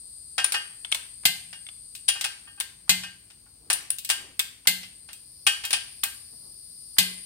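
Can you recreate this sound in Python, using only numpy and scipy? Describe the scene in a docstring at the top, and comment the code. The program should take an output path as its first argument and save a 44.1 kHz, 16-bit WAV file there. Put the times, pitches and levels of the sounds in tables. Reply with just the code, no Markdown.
"""Torque wrench on a flywheel

In a workshop, flywheel bolts are tightened on an engine, heard through two microphone ports set close together.
The socket clinks and knocks onto bolts and flywheel, the ratchet head clacks, and at full torque the wrench
breaks with a loud snap that jolts the engine on its stand. Noise bursts make the clatter and decaying sines
the ringing; an echo tail adds the room. A faint high whine, rubbing cloth and room tone are shaped noise."""
import sys
import numpy as np
from scipy import signal
from scipy.fft import rfft, irfft, next_fast_len
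from scipy.io import wavfile
from scipy.ndimage import uniform_filter1d

SR = 44100
rng = np.random.default_rng(int(sys.argv[2]) if len(sys.argv) > 2 else 0)


def store_wav(level_fs):
    """Save 16-bit WAV to argv[1]."""
    pcm = np.round(np.clip(np.atleast_2d(level_fs), -1, 1) * 32767)
    wavfile.write(sys.argv[1], SR, pcm.T.astype(np.int16))


N = 319725


def from_db(db):
    """Decibels to gain."""
    return 10 ** (np.asarray(db) / 20)


def rms_one(x):
    """Scale to unit rms."""
    return x / np.sqrt(np.mean(np.abs(x) ** 2) + 1e-20)


def at_hz(points, hz):
    """Read a table on a log-frequency axis."""
    f, value = np.transpose(points)
    return np.interp(np.log(np.maximum(hz, 1)), np.log(f), value)


def bins(size):
    """Frequencies in Hz of the spectrum of this many samples."""
    return np.arange(size // 2 + 1) * SR / size


def add(out, s, sound):
    """Mix a sound in at a time in seconds."""
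    i = int(s * SR)
    out[:, i:i + sound.shape[-1]] += sound[..., :N - i]


# The ports are close together, so long waves reach both alike.
# Each row: frequency in Hz, left-right likeness from 0 to 1.
LIKENESS = [(150, 0.93), (400, 0.54), (1000, 0.49), (3000, 0.08), (15000, 0.14)]
PORT_LAG = 5  # samples by which shared sound reaches the right port later


def two_ports(size):
    """Spectra of white noise at both microphone ports; the shared part reaches the left one first."""
    hz = bins(size)
    shared, *own = rfft(rng.standard_normal((3, size)))
    alike = np.clip(at_hz(LIKENESS, hz), 0, 1)
    delay = np.exp(-2j * np.pi * hz / SR * [[0], [PORT_LAG]])
    return np.sqrt(alike) * shared * delay + np.sqrt(1 - alike) * np.array(own)


def clatter(colour, bass_db, treble_db, t60, rise_s, chatter_db):
    """Crowded steel modes die together within milliseconds while the faces chatter on each other."""
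    size = SR // 4
    hz, t = bins(size), np.arange(size) / SR
    tilt_db = at_hz([(1400, bass_db), (2600, 0), (5500, 0), (11000, treble_db)], hz)
    gain = from_db(at_hz(colour, hz) + tilt_db)
    # the level is set by the 2 to 8.5 kHz range
    middle = (hz > 2000) & (hz < 8500)
    gain /= np.sqrt(np.mean(gain ** 2 * middle))
    chatter = rms_one(uniform_filter1d(rng.standard_normal(size), size=60))
    decay = from_db(-60 * t / t60 + chatter_db * chatter)
    return irfft(two_ports(size) * gain, size) * (1 - np.exp(-t / rise_s)) * decay


def ring(modes, rise_s, bass_db=0):
    """One blow on a body: modes start nearly in step, each with a slightly new strength; bass_db lifts low ones."""
    longest_s = max(t60 for _, _, t60 in modes)
    t, out = np.arange(int(1.2 * SR * longest_s)) / SR, 0
    for hz, db, t60 in modes:
        strength, start, apart = rng.uniform(-1, 1, 3)
        # the left port leads by the lag, and by a random phase where the ports are unlike
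        skew = 2 * (1 - at_hz(LIKENESS, hz)) * apart + 2 * np.pi * hz * PORT_LAG / SR
        swing = np.exp((2j * np.pi * hz - np.log(1000) / t60) * t + 1j * start)
        gain = from_db(db + 2 * strength + at_hz([(1600, bass_db), (2600, 0)], hz))
        left, right = (swing * np.exp(1j * skew)).imag, swing.imag
        out = out + gain * np.array([left, right])
    return out * (1 - np.exp(-t / rise_s))


# The wrench breaks. Each row: start in seconds, level in dB before each layer's offset, extra bass in dB,
# extra treble in dB, engine jolt in dB.
BREAKS = [(1.253, -21.5, 3, 8.5, -45), (2.8935, -20.5, 4, 6.5, -33), (4.6712, -22, 4.5, 11, -38.5),
          (6.984, -20.5, 2, 8, -32)]
# Crowded, short-lived steel modes under a break. Each row: frequency in Hz, relative level per Hz in dB.
BREAK_COLOUR = [(35, -64.5), (60, -19), (189, -7), (274, -29.5), (651, -18.5), (785, -10), (1280, -23.5),
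                (1550, -9.5), (2900, 3), (4970, 2), (5720, -6), (9350, -7), (12700, -16.5), (13900, -3.5),
                (16000, -35.5)]
# Ringing modes of the wrench tube, in three matching lists: frequency in Hz, relative level in dB, t60 in seconds.
WRENCH_HZ = [781, 2064, 2090, 2850, 3585, 4196, 4440, 4790, 4953, 6215, 7720, 8261, 12000, 14280]
WRENCH_DB = [-20, 5, 5, -2, 0, -1, 13, -22.5, -16.5, 9, 7.5, 3.5, 1.5, 2]
WRENCH_T60 = [0.22, 0.29, 0.096, 0.3, 0.26, 0.39, 0.13, .14, 0.17, 0.093, 0.11, 0.21, 0.044, .1]
WRENCH = list(zip(WRENCH_HZ, WRENCH_DB, WRENCH_T60))
# Ringing modes of the flywheel, which socket contacts also excite, in three matching lists:
# frequency in Hz, relative level in dB, t60 in seconds.
FLYWHEEL_HZ = [813, 926, 1170, 1276, 1567, 1587, 1823, 2529, 2847, 2939, 3150, 3213, 3304, 4721, 5131]
FLYWHEEL_DB = [0, -10.5, 6.5, -12, 2, 1, 0.5, 14, 9, 1.5, -13.5, 10, -11, 0, -2]
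FLYWHEEL_T60 = [0.092, 0.15, 0.05, 0.13, 0.2, 0.34, 0.31, 0.13, 0.26, 0.39, 0.28, 0.27, 0.15, 0.41, 0.19]
FLYWHEEL = list(zip(FLYWHEEL_HZ, FLYWHEEL_DB, FLYWHEEL_T60))
# Modes of the engine on its stand. Each row: frequency in Hz, relative level in dB, t60 in seconds.
STAND = [(112, -11, .13), (156, -10, .2), (183, 0, .48), (208, -7, .16)]
STRAIN_LEAD_S, STRAIN_DB = 0.018, -52.5  # a faint dull tick of the loaded wrench before each break
GRIP_DETUNE = 0.005  # typical share by which the grip shifts each tube mode from break to break


def wrench_breaks():
    """The pawl snaps over: the tube cracks and rings, the flywheel answers, the engine jolts on its stand."""
    cracks, rings, jolts = np.zeros((3, 2, N))
    for s, db, bass_db, treble_db, jolt_db in BREAKS:
        tick = clatter(KNOCK_COLOUR, bass_db=20, treble_db=-5.5, t60=0.08, rise_s=0.001, chatter_db=5.0)
        add(cracks, s - STRAIN_LEAD_S, from_db(STRAIN_DB) * tick)
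        snap = clatter(BREAK_COLOUR, bass_db, treble_db, t60=0.017, rise_s=0.00074, chatter_db=4.0)
        add(cracks, s, from_db(db + 11.5) * snap)
        # the parts rattle on after the snap
        rattle = clatter(BREAK_COLOUR, bass_db, treble_db, t60=0.088, rise_s=0.00083, chatter_db=0.93)
        add(cracks, s, from_db(db + 9.5) * rattle)
        gripped = [(hz * (1 + GRIP_DETUNE * rng.standard_normal()), mode_db, t60)
                   for hz, mode_db, t60 in WRENCH]
        add(rings, s, from_db(db - 9.0) * ring(gripped, rise_s=0.0007))
        add(rings, s, from_db(db - 14.0) * ring(FLYWHEEL, rise_s=0.0096))
        add(jolts, s, from_db(jolt_db) * ring(STAND, rise_s=0.012))
    return cracks, rings, jolts


# Modes of the socket. Each row: frequency in Hz, relative level in dB, t60 in seconds.
SOCKET = [(9241, -13, .1), (9442, 0, .028), (9514, -11, .15), (9590, -1, .025), (9620, 4, .012)]
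SHORTER_DB_PER_DB = 0.2  # harder contacts die sooner: t60 shrinks by this many dB per dB of hardness


def socket_contacts(rows, colour, t60, crack_db, clatter_db, ping_db, rise_s):
    """Each contact cracks, clatters, pings the socket and rings the flywheel; hard ones are bright and short."""
    clatters, rings = np.zeros((2, 2, N))
    for s, db, bass_db, hard_db, socket_db, ring_db in rows:
        crack = clatter(colour, bass_db, hard_db - 1, t60=0.0079, rise_s=0.00021, chatter_db=3.0)
        add(clatters, s, from_db(db + crack_db) * crack)
        clatter_t60 = t60 * from_db(-SHORTER_DB_PER_DB * hard_db)
        body = clatter(colour, bass_db, hard_db, clatter_t60, rise_s, chatter_db=2.0)
        add(clatters, s, from_db(db + clatter_db) * body)
        add(rings, s, from_db(db + socket_db + ping_db) * ring(SOCKET, rise_s=0.0016))
        add(rings, s, from_db(db + ring_db) * ring(FLYWHEEL, rise_s=0.0077, bass_db=bass_db / 2))
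    return clatters, rings


# The socket knocks on bolt and flywheel. Each row: start in seconds, level in dB before each layer's offset,
# extra bass in dB, hardness as extra treble in dB, socket ping in dB above the level before its offset,
# flywheel ring in dB above the level.
KNOCKS = [(0.3803, -21.5, 8, -1.5, -1, -13.5), (0.541, -25, 9.5, 0, -3, -9),
          (1.528, -40.5, 2.5, -1, -13, -13), (2.0855, -19, -3.5, 5.5, 10, -17.5),
          (2.155, -42.5, 13.5, 1, -13, -4.5), (2.2412, -22, 4, 5, -18, -19.5), (2.47, -58, 14, -18, 4, 0),
          (2.575, -63.5, 17, -1, -11, 1), (3.034, -35, 4, 1, -24, -11), (3.301, -49.5, 3, 2.5, -18, -29),
          (3.46, -65, 20.5, 2.5, -11, -29), (3.7002, -17.5, 5.5, 7.5, -2, -24),
          (4.099, -15.5, 2, 9.5, -2.5, -20), (4.83, -40.5, -4, -5, -22, -17),
          (5.087, -44.5, 5.5, -10.5, -12, -20.5), (5.466, -14, -0.5, 6.5, -2.5, -14),
          (5.637, -31, 3, -3.5, -15, -13), (5.7295, -17.5, 0.5, 0, 5.5, -19.5),
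          (6.033, -31.5, 5, -6, -3, -15)]
# Crowded steel modes under a knock. Each row: frequency in Hz, relative level per Hz in dB.
KNOCK_COLOUR = [(120, -65), (200, -37), (647, -17), (777, -8), (1040, -13), (1590, -6.5), (2250, -2.5),
                (2860, 1), (4430, -3.5), (4950, -1), (6760, -11.5), (9230, -4.5), (10500, -24),
                (14900, -19), (16000, -27)]


def socket_knocks():
    """The socket strikes bolt and flywheel, and the flywheel rings by its own amount each time."""
    return socket_contacts(KNOCKS, KNOCK_COLOUR, t60=0.1, crack_db=-5.5, clatter_db=2.0, ping_db=-0.5,
                           rise_s=0.0014)


# Light clinks of socket and ratchet head. Each row: start in seconds, level in dB before each layer's offset,
# extra bass in dB, hardness as extra treble in dB, socket ping in dB above the level before its offset.
CLINKS = [(0.4434, -25, 10, -8.5, 11), (0.5208, -26, 5, -2.5, 6.5), (0.917, -33.5, 6.5, -11, 13),
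          (0.9458, -30.5, 9.5, 0, -2), (1.951, -38, -8, 1, -21), (2.082, -24.5, -17, -9, 0),
          (2.2107, -26, 4, -5, -7), (2.6008, -27.5, 7.5, -0.5, 4), (3.7296, -26, -38, 0, 11),
          (3.903, -31.5, 4.5, 6, 16.5), (3.985, -34.5, -20, 4, -17.5), (4.048, -32, -13, 3, -17),
          (4.0908, -29.5, 1, 0, -12), (4.3929, -22.5, 4.5, 2, -9), (5.13, -41, -10, 2.5, -17),
          (5.651, -30, 4.5, 1, -16), (5.7065, -26, 7, -3, 0.5), (6.0364, -24, 8, 8.5, 2.5)]
# Crowded steel modes under a clink. Each row: frequency in Hz, relative level per Hz in dB.
CLINK_COLOUR = [(180, -81), (300, -30.5), (1340, -15.5), (2650, -1.5), (3240, -4), (3700, 0.5),
                (5340, -3.5), (6850, -7), (7820, 0.5), (9550, -2), (10600, -13.5), (13100, -3),
                (16000, -12)]
CLINK_RING_DB = -24  # relative to the clink: it barely rings the flywheel


def socket_clinks():
    """Light steel contacts: sharp cracks and socket pings with hardly any flywheel."""
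    rows = [(*row, CLINK_RING_DB) for row in CLINKS]
    return socket_contacts(rows, CLINK_COLOUR, t60=0.073, crack_db=4.5, clatter_db=2.0, ping_db=3.5,
                           rise_s=0.00028)


# The ratchet head takes up its play with a short clack. Each row: start in seconds, level in dB.
CLACKS = [(0.8475, -23), (0.9239, -10), (0.9471, -19.5), (1.666, -31), (1.688, -29.5), (2.6075, -18.5),
          (4.397, -11), (6.034, -17)]
# Modes of the ratchet head. Each row: frequency in Hz, relative level in dB, t60 in seconds.
RATCHET_HEAD = [(2176, -12, 0.039), (2700, 2, 0.007), (3155, 1, 0.013), (3473, -1.5, 0.03),
                (3860, -2.5, 0.0054), (4000, -15, 0.011), (8400, -8.5, 0.019)]
CLACK_CHATTER_DB = -10  # chatter of the meeting teeth, relative to the clack


def ratchet_head():
    """The pawl seats in its tooth as the handle is loaded: a brief chatter, and the head rings."""
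    chatters, rings = np.zeros((2, 2, N))
    for s, db in CLACKS:
        teeth = clatter(CLINK_COLOUR, bass_db=13, treble_db=-12, t60=0.028, rise_s=0.0014, chatter_db=4.0)
        add(chatters, s, from_db(db + CLACK_CHATTER_DB) * teeth)
        add(rings, s, from_db(db) * ring(RATCHET_HEAD, rise_s=0.00042))
    return chatters, rings


# Decay of the workshop. Each row: frequency in Hz, t60 in seconds.
WORKSHOP_T60 = [(100, 1), (300, 0.78), (800, 0.44), (2000, 0.53), (4500, 0.42), (8000, 0.47), (15000, 0.3)]


def workshop(x, wet_db, build_s):
    """Reflections off engine, bench and walls merge into a tail that dies band by band."""
    size = SR
    t, white, tail = np.arange(size) / SR, two_ports(size), 0
    edges = np.geomspace(40, SR / 2, 13)
    for low, high in zip(edges, edges[1:]):
        in_band = (bins(size) >= low) & (bins(size) < high)
        t60 = at_hz(WORKSHOP_T60, np.sqrt(low * high))
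        tail = tail + irfft(white * in_band, size) * from_db(-60 * t / t60)
    tail = rms_one(tail * (1 - np.exp(-t / build_s))) / np.sqrt(size)
    return x + from_db(wet_db) * signal.fftconvolve(x, tail, axes=1)[:, :N]


def hiss_band(centre_hz, width_hz):
    """Noise reaching width_hz to each side of a moving centre, partly shared by the ports; rms 1."""
    lowpass = signal.butter(2, width_hz, fs=SR, output="sos")
    slow = signal.sosfilt(lowpass, rng.standard_normal((2, 3, N)))
    carrier = np.exp(2j * np.pi * np.cumsum(centre_hz) / SR)
    shared, left, right = (rms_one(slow[0] + 1j * slow[1]) * carrier).real
    return rms_one(np.array([shared, np.roll(shared, PORT_LAG)]) + 1.5 * np.array([left, right]))


# Course of the whine. Each row: time in seconds, level in dB, read as a swing about the usual level.
WHINE = [(0.1, -47.5), (1.15, -48.5), (2.02, -49), (2.45, -53.5), (2.8, -56.5), (3.6, -58.5), (4.58, -59.5),
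         (4.98, -53), (5.38, -51.5), (5.93, -48), (6.6, -48.5), (7.19, -44.6)]
WHINE_USUAL_DB = -48
# Its noisy bands. Each row: centre before the step in Hz, reach to each side in Hz, dB at the usual level
# before the step, share of the level swing, extra gain in dB once the pitch is up.
WHINE_BANDS = [(4600, 450, -58, 0.64, 3.5), (8922, 427, -45.5, 1.0, -1.2), (12800, 570, -64, 0.56, 3.5)]
STEP_AT_S, STEP_S, STEP_SHARE = 5.03, 0.35, 0.031  # pitch step: start, glide time, share of the pitch


def whine():
    """Three noisy bands swell and sink together and step up in pitch once."""
    t = np.arange(N) / SR
    swing_db = np.interp(t, *np.transpose(WHINE)) - WHINE_USUAL_DB
    up = np.clip((t - STEP_AT_S) / STEP_S, 0, 1)
    out = 0
    for hz, width_hz, db, share, up_db in WHINE_BANDS:
        gain = from_db(db + share * swing_db + up_db * up)
        out = out + gain * hiss_band(hz * (1 + STEP_SHARE * up), width_hz)
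    return out


def steady_noise(colour):
    """Stereo noise with a given spectrum, rms 1."""
    size = next_fast_len(N, True)
    return rms_one(irfft(two_ports(size) * from_db(at_hz(colour, bins(size))), size)[:, :N])


# Shirt and gloves rub as the arms move.
# Each row: middle in seconds, length between the 1/e points in seconds, peak level in dB.
RUBS = [(3.744, 0.23, -61.5), (4.248, 0.15, -57), (6.34, 0.027, -59.5), (6.464, 0.14, -64),
        (7.12, 0.25, -65.5)]
# Spectrum of the cloth. Each row: frequency in Hz, relative level per Hz in dB.
CLOTH = [(100, -6), (350, 2.5), (600, -6), (1200, -12.5), (4000, -40), (12000, -46.5)]
CLOTH_REST_DB = -81.5


def cloth():
    """Each rub swells and fades smoothly over a slight constant rustle."""
    t = np.arange(N) / SR
    rubs = sum(from_db(db) * np.exp(-(2 * (t - s) / length) ** 2) for s, length, db in RUBS)
    return (from_db(CLOTH_REST_DB) + rubs) * steady_noise(CLOTH)


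# Spectrum of the quiet room. Each row: frequency in Hz, relative level per Hz in dB.
ROOM_TONE = [(20, -39), (35, -10.5), (52, 7), (100, 4.5), (170, -1), (300, -7), (600, -15.5), (1500, -20.5),
             (3000, -18), (7000, -18.5), (11000, -23.5), (16000, -18.5)]
ROOM_TONE_DB = -61.5


def room_tone():
    """A steady murk of noise, strongest in the bass."""
    return from_db(ROOM_TONE_DB) * steady_noise(ROOM_TONE)


# Balance of the two ports. Each row: frequency in Hz, left minus right in dB.
BALANCE_DB = [(100, 0.5), (800, 0), (1300, -1.1), (2200, 3), (4400, 2), (6500, 3), (8500, 7), (9700, 7),
              (11500, -2.5), (15000, 2)]


def port_balance(air):
    """The two microphone ports hear the treble unequally: half the difference goes to each side."""
    size = next_fast_len(N + SR, True)
    gain = from_db(at_hz(BALANCE_DB, bins(size)) * [[0.5], [-0.5]])
    return irfft(rfft(air, size) * gain, size)[:, :N]


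def scene():
    """Tool sounds in the workshop over whine, cloth and room tone, as they reach the two ports."""
    cracks, wrench_rings, jolts = wrench_breaks()
    knocks, knock_rings = socket_knocks()
    clinks, clink_rings = socket_clinks()
    clacks, head_rings = ratchet_head()
    air = workshop(cracks + knocks + clinks + clacks, wet_db=-8.5, build_s=0.003)
    air += workshop(wrench_rings + knock_rings + clink_rings + head_rings, wet_db=-14.5, build_s=0.0013)
    air += jolts + whine() + cloth() + room_tone()
    return port_balance(air)


CUTOFF_HZ = 15800


def record(dry):
    """The loudest peaks are rounded off and the top is cut."""
    rounded = dry / (1 + dry ** 4) ** 0.25
    lowpass = signal.ellip(10, 0.2, 80, CUTOFF_HZ, fs=SR, output="sos")
    return signal.sosfilt(lowpass, rounded)


dry = scene()
out = record(dry)
store_wav(out)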